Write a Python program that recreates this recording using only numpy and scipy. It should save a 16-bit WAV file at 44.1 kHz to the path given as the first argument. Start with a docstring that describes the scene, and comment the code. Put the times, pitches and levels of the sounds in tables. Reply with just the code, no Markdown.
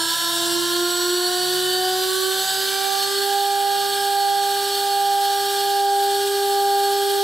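"""Router spindle idling in a workshop

The whine climbs at a steady rate as the inverter ramps the magnetic field up, then holds top speed.
Sines at multiples of the shaft, field and ball-bearing rates ride on noise shaped by housing resonances.
Mains hum and a low rumble lie below. A hand-held camera turns slowly, which level and left-right curves
imitate; its gain control ducks everything while the whine swells."""
import sys
import numpy as np
from scipy.fft import rfft, irfft, next_fast_len
from scipy.io import wavfile
from scipy.ndimage import uniform_filter1d, map_coordinates

SR = 44100
rng = np.random.default_rng(int(sys.argv[2]) if len(sys.argv) > 2 else 0)


def transcribe(u):
    """Save the signal u as a 16-bit wav file named by the first command-line argument.

    u: samples, shape (n,) or (channels, n), limited to [-1, 1]; the rate is SR.
    q: integer samples, one column per channel.
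    """
    v = np.clip(np.atleast_2d(u).T, -1, 1)
    q = np.round(v * 32767).astype(np.int16)
    wavfile.write(sys.argv[1], SR, q)


N = 318842
TIME = np.arange(N) / SR
STEP = 32  # samples between points of slow curves
COARSE = TIME[::STEP]

# All table levels are relative: trims, wavering and the gain control come on top.
# Spindle speed over time: start_s, field_hz, rotor_slip_hz, ball_passes (per shaft turn)
SPEED_CURVE = [(0, 334.1, .99, 4.0915), (2.5, 384.1, .99, 4.099), (3.29, 399.85, .99, 4.099),
               (3.4, 399.85, .35, 4.099), (3.55, 399.85, .63, 4.0987), (7.23, 399.85, .63, 4.0987)]


def amp(db):
    """Gain of a level in dB."""
    return 10 ** (np.asarray(db) / 20)


def unit(x):
    """Scale a sound to an rms (average strength) of 1."""
    return x / np.sqrt(np.mean(x ** 2))


def along(points, hz):
    """Read a (Hz, value) curve on a logarithmic frequency axis."""
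    point_hz, value = np.transpose(points)
    return np.interp(np.log(hz + 1), np.log(point_hz + 1), value)


def curves(rows):
    """One value per sample for each column after the time."""
    time_s, *columns = np.transpose(rows)
    return [np.interp(TIME, time_s, column) for column in columns]


def fine(rows):
    """Bring coarse curves to one value per sample."""
    return np.array([np.interp(TIME, COARSE, row) for row in rows])


def wobble(rate, count=1):
    """Smooth random curves on the coarse time axis, with rate random knots a second."""
    knots = rng.standard_normal((count, int(1000 * N / SR)))
    needed = int(rate * N / SR) + 4
    return np.array([map_coordinates(row[:needed], [COARSE * rate]) for row in knots])


def filtered(x, response):
    """Multiply the spectrum of a sound by a response that depends on frequency."""
    size = next_fast_len(N + SR // 2)
    hz = np.fft.rfftfreq(size, 1 / SR)
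    return irfft(rfft(x, size) * response(hz), size)[..., :N]


def panned(x, pan_db):
    """Two channels, the left one louder by pan_db."""
    return x * amp(np.array([pan_db / 2, -pan_db / 2]))


def rush(gain, alike, gate=1):
    """Stereo noise of rms 1: level follows gate, then gain colors it; alike sets left-right likeness."""
    def spread(hz):
        return np.arccos(np.clip(along(alike, hz), -1, 1)) / 2

    def mid_side_gain(hz):
        return gain(hz) * [np.cos(spread(hz)), np.sin(spread(hz))]

    pair = gate * rng.standard_normal((2, N))
    mid, side = filtered(pair, mid_side_gain)
    return unit(np.array([mid + side, mid - side]))


def tone(angle, db, waver_db, blur_db, blur_hz, apart):
    """A sine of wavering level with a skirt of narrow noise; level and phase drift apart left and right."""
    slow, lean, lead = wobble(4, count=3)
    a, b, c, d = amp(blur_db) * wobble(blur_hz, count=4)
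    left_skirt = a + 1j * b
    skirt = np.array([left_skirt, 1.42 * left_skirt + .5 * (c + 1j * d)])
    sides = np.array([[1], [-1]])
    level = amp(db + waver_db * (slow + apart * sides * lean))
    size = level * (np.exp(1j * apart * sides * lead) + skirt)
    return np.sqrt(2) * np.real(fine(size) * np.exp(1j * angle))


def angles():
    """Angles of field, shaft and ball passes; the rotor slips behind the field, more while it gains speed."""
    field_hz, slip_hz, ball_passes = curves(SPEED_CURVE)
    shaft_hz = field_hz - slip_hz
    rates_hz = [field_hz, shaft_hz, ball_passes * shaft_hz]
    return 2 * np.pi * np.cumsum(rates_hz, axis=1) / SR


def whine(field, shaft):
    """Unbalance sounds once a turn; twice a turn the shaft tone beats against the field's magnetic pull."""
    # Once-a-turn tone, sweeping through the room's standing waves, then following the camera's turn:
    # start_s, level_db, left_right_db
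    turn_curve = [(0.03, -34, -3), (0.13, -39, -1), (0.17, -54, -2.5), (0.23, -38.5, -7.5),
                  (0.35, -33.5, -3), (0.57, -25.5, -6.5), (0.68, -28.5, -4.5), (0.83, -22.5, -1),
                  (0.93, -29, -4), (1.13, -22, -2.0), (1.28, -27, -1.5), (1.46, -28.5, -6.0),
                  (1.54, -25, -2.5), (1.94, -26.5, -1.5), (2.28, -26, -9.0), (2.42, -32, -1.0),
                  (2.48, -49, 4), (2.52, -42, -15), (2.6, -33.5, -10.5), (2.88, -34.5, -11.5),
                  (3.02, -33.5, -6), (3.18, -26, -5.5), (3.47, -30, -4.5), (3.87, -29.5, -4.0),
                  (5.29, -30.5, -3.5), (5.56, -27.5, -1.0), (5.98, -25, -1.5), (6.36, -22.5, -2),
                  (6.88, -22.5, -2.5), (7.18, -22, -3)]
    # Twice-a-turn tone: start_s, shaft_level_db, left_right_db, field_share (field over shaft tone, 0-1)
    octave_curve = [(0, -45, -2, 0.8), (.25, -50, -19, 0.6), (.42, -38.5, 0, 0.5), (.9, -40, -6, .7),
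                    (1.3, -34.5, -4, 0.3), (1.55, -33.5, 5, 0.25), (1.85, -27.5, 1, .6),
                    (2.1, -36, 5, 0.56), (2.3, -41.5, -11, .4), (2.6, -34, 3, 0.54),
                    (2.95, -33, -18.5, 0.94), (3.15, -32.5, -9, 0.6), (3.35, -21, -5, 0.2),
                    (3.7, -24, -4.5, 0.53), (5.2, -22, -3, .45), (5.8, -20, -2, .45),
                    (6.3, -22.5, .5, 0.56), (7.23, -21, 0, 0.17)]
    beat_lead = 0.23  # lead of the field tone at the start, in turns
    low_db, low_pan_db = curves(turn_curve)
    octave_db, octave_pan_db, share = curves(octave_curve)
    # Two tones close in pitch act as one whose level and phase follow the beat
    beat = 1 + share * np.exp(1j * (2 * (field - shaft) + 2 * np.pi * beat_lead))
    octave_db = octave_db + 20 * np.log10(np.abs(beat) + 1e-3)
    octave_angle = 2 * shaft + np.angle(beat)
    low = tone(shaft, low_db[::STEP], waver_db=0.14, blur_db=-31.5, blur_hz=70.8, apart=0.28)
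    octave = tone(octave_angle, octave_db[::STEP], waver_db=1.37, blur_db=-30.5, blur_hz=89.9, apart=0.14)
    return panned(low, low_pan_db) + panned(octave, octave_pan_db)


def overtones(field, shaft, passes):
    """Thin lines, each wavering on its own as wall echoes make it; low and high ones differ in skirt."""
    # Multiples of shaft speed, .409 being the ball cage and other broken ones likely bearing tones:
    # shaft_multiple, low_speed_db, middle_speed_db, top_speed_db
    shaft_lines = [(0.409, -55, -59, -65), (2.665, -52, -60, -68), (2.96, -46, -56, -66),
                   (3, -39, -43, -42), (3.667, -66, -54, -49), (4, -41, -39, -41), (4.77, -49, -63, -68),
                   (5, -45, -53, -53), (6, -57, -59, -53), (7, -59, -58, -55), (9, -57, -49, -57),
                   (16, -38, -44, -49), (18, -48, -51, -50), (31.5, -61, -51, -53), (34, -49, -50, -58)]
    # Inverter tones: field_multiple, low_speed_db, middle_speed_db, top_speed_db
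    field_lines = [(11, -36, -41, -43), (13, -43, -42, -42), (14, -47, -45, -47), (15, -50, -48, -53),
                   (16, -50, -55, -56), (17, -46, -55, -53), (19, -66, -50, -57), (20, -47, -46, -58),
                   (22, -41, -50, -52), (23, -48, -56, -58), (24, -47, -52, -54), (25, -54, -47, -57),
                   (26, -43, -45, -50), (28, -42, -60, -57), (29, -58, -55, -56), (32, -47, -63, -56),
                   (35, -50, -54, -63), (37, -57, -55, -68), (39, -53, -63, -68), (41, -54, -63, -70),
                   (46, -59, -70, -70)]
    # Balls passing a spot on the race, with sidebands a turn apart:
    # ball_passes, shaft_turns, low_speed_db, middle_speed_db, top_speed_db
    ball_lines = [(1, -2, -52, -49, -48), (1, -1, -48, -51, -52), (1, 0, -47, -43, -39),
                  (1, 1, -44, -51, -65), (1, 2, -57, -63, -53), (1, 3, -71, -57, -48),
                  (-1, 7, -40, -50, -60), (-1, 8, -49, -46, -51), (-1, 9, -41, -50, -60),
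                  (2, 0, -48, -34, -40), (2, 1, -44, -47, -58), (2, 2, -41, -46, -56),
                  (-2, 18, -51, -48, -47), (-2, 19, -48, -45, -53), (3, 0, -39, -37, -46),
                  (3, -1, -46, -50, -47), (3, 1, -53, -48, -50), (5, 0, -45, -45, -44),
                  (5, -1, -57, -57, -51), (5, 1, -49, -50, -64), (6, 0, -48, -51, -54),
                  (8, 0, -66, -45, -51)]
    # Sixteen rotor bars passing, shifted by the field:
    # field_multiple, low_speed_db, middle_speed_db, top_speed_db
    bar_lines = [(3, -64, -52, -59), (4, -54, -61, -66), (6, -58, -53, -57), (11, -53, -55, -64),
                 (12, -46, -61, -66), (15, -57, -53, -56)]
    # Field speeds for the three level columns: low_hz, middle_hz, top_hz
    speeds_hz = [343, 376, 399.5]
    # Housing resonances that lift a line crossing them: center_hz, width_hz, lift_db
    singing = [(4385, 87, 7.5), (5674, 78, 3.5), (7800, 190, 5.5)]

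    lines = [(k * shaft, db) for k, *db in shaft_lines]
    lines += [(k * field, db) for k, *db in field_lines]
    lines += [(balls * passes + turns * shaft, db) for balls, turns, *db in ball_lines]
    lines += [(16 * shaft + k * field, db) for k, *db in bar_lines]
    low, high = np.zeros((2, 2, N))
    field_hz = curves(SPEED_CURVE)[0][::STEP]
    depth = np.where(field_hz < speeds_hz[-1], 2.76, 1)  # deeper wavering below top speed
    for angle, db in lines:
        hz = field_hz * angle[-1] / field[-1]
        lift_db = sum(top_db * np.exp(-.5 * ((hz - center) / width) ** 2) for center, width, top_db in singing)
        level_db = np.interp(field_hz, speeds_hz, db) + lift_db
        angle = angle + 2 * np.pi * rng.random()  # random starting phase
        if angle[-1] < 5.5 * shaft[-1]:
            low += tone(angle, level_db + 0.25, waver_db=1.17 * depth, blur_db=-16, blur_hz=99.7, apart=0.42)
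        else:
            high += tone(angle, level_db - 0.3, waver_db=1.07 * depth, blur_db=-12.5, blur_hz=30.03, apart=0.054)
    return panned(low, np.full(N, -3.5)) + panned(high, np.full(N, -1.1))


def hiss(shaft):
    """Rolling bearing noise, pulsing once a turn and fluttering at random, rings in the housing."""
    # Bearing hiss over time: start_s, level_db, left_right_db, treble_db
    hiss_curve = [(0, -28.5, -0.5, -7), (2.78, -28, -1, -6), (3.6, -30, -0.5, -5.5), (5.1, -30, -0.5, -4.5),
                  (5.8, -30.5, -0.5, -5), (6.5, -30, -1, -3.5), (7.23, -30.5, -1, -3.5)]
    # Housing resonances: center_hz, width_hz, level_db
    housing = [(930, 38, -7), (1445, 174, -5), (1673, 210, -1.5), (3097, 303, -1.5), (3542, 140, 0.5),
               (3880, 340, -0.5), (4350, 230, 0), (4600, 130, -0.5), (5330, 350, -14), (8000, 590, -3),
               (9520, 600, -7), (11900, 1860, -5.5)]
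    # Broad hiss between the resonances: frequency_hz, level_db (per Hz)
    broad = [(300, -36), (400, -18.5), (700, -15), (1050, -14.5), (1270, -40), (1900, -18), (2250, -17),
             (2550, -17.5), (3000, -2.5), (6000, -12.5), (13000, -12), (15700, -17)]
    # How alike left and right are: frequency_hz, likeness (1 = the same)
    likeness = [(300, 0.59), (640, 0.68), (1400, 0.92), (2500, 0.82), (3500, 0.96), (8000, 1),
                (11000, 0.96), (15000, 0.55)]
    # Left-right balance by pitch: frequency_hz, left_right_db
    balance = [(400, -6.5), (1400, 1), (3500, -0.8), (8000, 2.3), (13000, -1.5)]

    def modes(hz):
        return sum(amp(db) ** 2 * (hz * width) ** 2 / ((center * center - hz * hz) ** 2 + (hz * width) ** 2)
                   for center, width, db in housing)

    def gain(hz):
        # Squared mode curve: narrow resonances standing out of the hiss
        return np.sqrt(modes(hz + 1) ** 2 + amp(along(broad, hz)) ** 2)

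    level_db, pan_db, treble_db = curves(hiss_curve)
    flutter_db = fine(0.61 * wobble(10) + 0.77 * wobble(60))
    gate = (1 + 0.12 * np.cos(shaft)) * amp(flutter_db)
    noise = rush(gain, likeness, gate)
    noise = filtered(noise, lambda hz: amp(along(balance, hz) * np.array([[.5], [-.5]])))
    # Treble beams forward, so its level follows the camera's aim
    treble = filtered(noise, lambda hz: 1 / (1 + (6500 / (hz + 1)) ** 8))
    rebalanced = noise - treble + amp(treble_db + 6.0) * treble
    return panned(amp(level_db + 1.57) * rebalanced, pan_db)


def workshop():
    """Mains hum, a slightly wavering sine, over a low noise rumble that differs left and right."""
    # Mains hum: pitch_hz, level_db
    hum_hz, hum_db = (99.9, -61)
    # Room rumble: frequency_hz, level_db (per Hz)
    rumble_color = [(30, -9), (70, -5), (120, -4), (200, 0), (300, -5.5), (600, 2.5), (1500, -45)]
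    rumble_likeness = [(40, -.7), (100, -0.31), (160, 0.14), (300, 0.76)]  # frequency_hz, likeness
    hum_level = amp(hum_db + fine(.4 * wobble(6)))
    side_phase = np.array([[.3], [-.3]])  # radians, left and right
    hum = hum_level * np.sqrt(2) * np.sin(2 * np.pi * hum_hz * TIME + side_phase)
    rumble = rush(lambda hz: amp(along(rumble_color, hz)), rumble_likeness)
    return panned(hum, np.full(N, -2.2)) + panned(amp(-54.0) * rumble, np.full(N, -1.1))


def scene():
    """Spindle sounds, all driven by the same turning angles, plus the room."""
    field, shaft, passes = angles()
    return whine(field, shaft) + overtones(field, shaft, passes) + hiss(shaft) + workshop()


def record(dry):
    """Gain control halves the level swings in dB, ducking swells; nothing passes above the band limit."""
    top_hz = 15750
    power = np.abs(uniform_filter1d(np.mean(dry ** 2, axis=0), int(.15 * SR)))  # mean over 0.15 s
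    gain_db = -.5 * (10 * np.log10(power + 1e-12) + 20.63)  # no change at -20.63 dB
    return filtered(dry * amp(gain_db), lambda hz: hz < top_hz)


dry = scene()
out = record(dry)
transcribe(out)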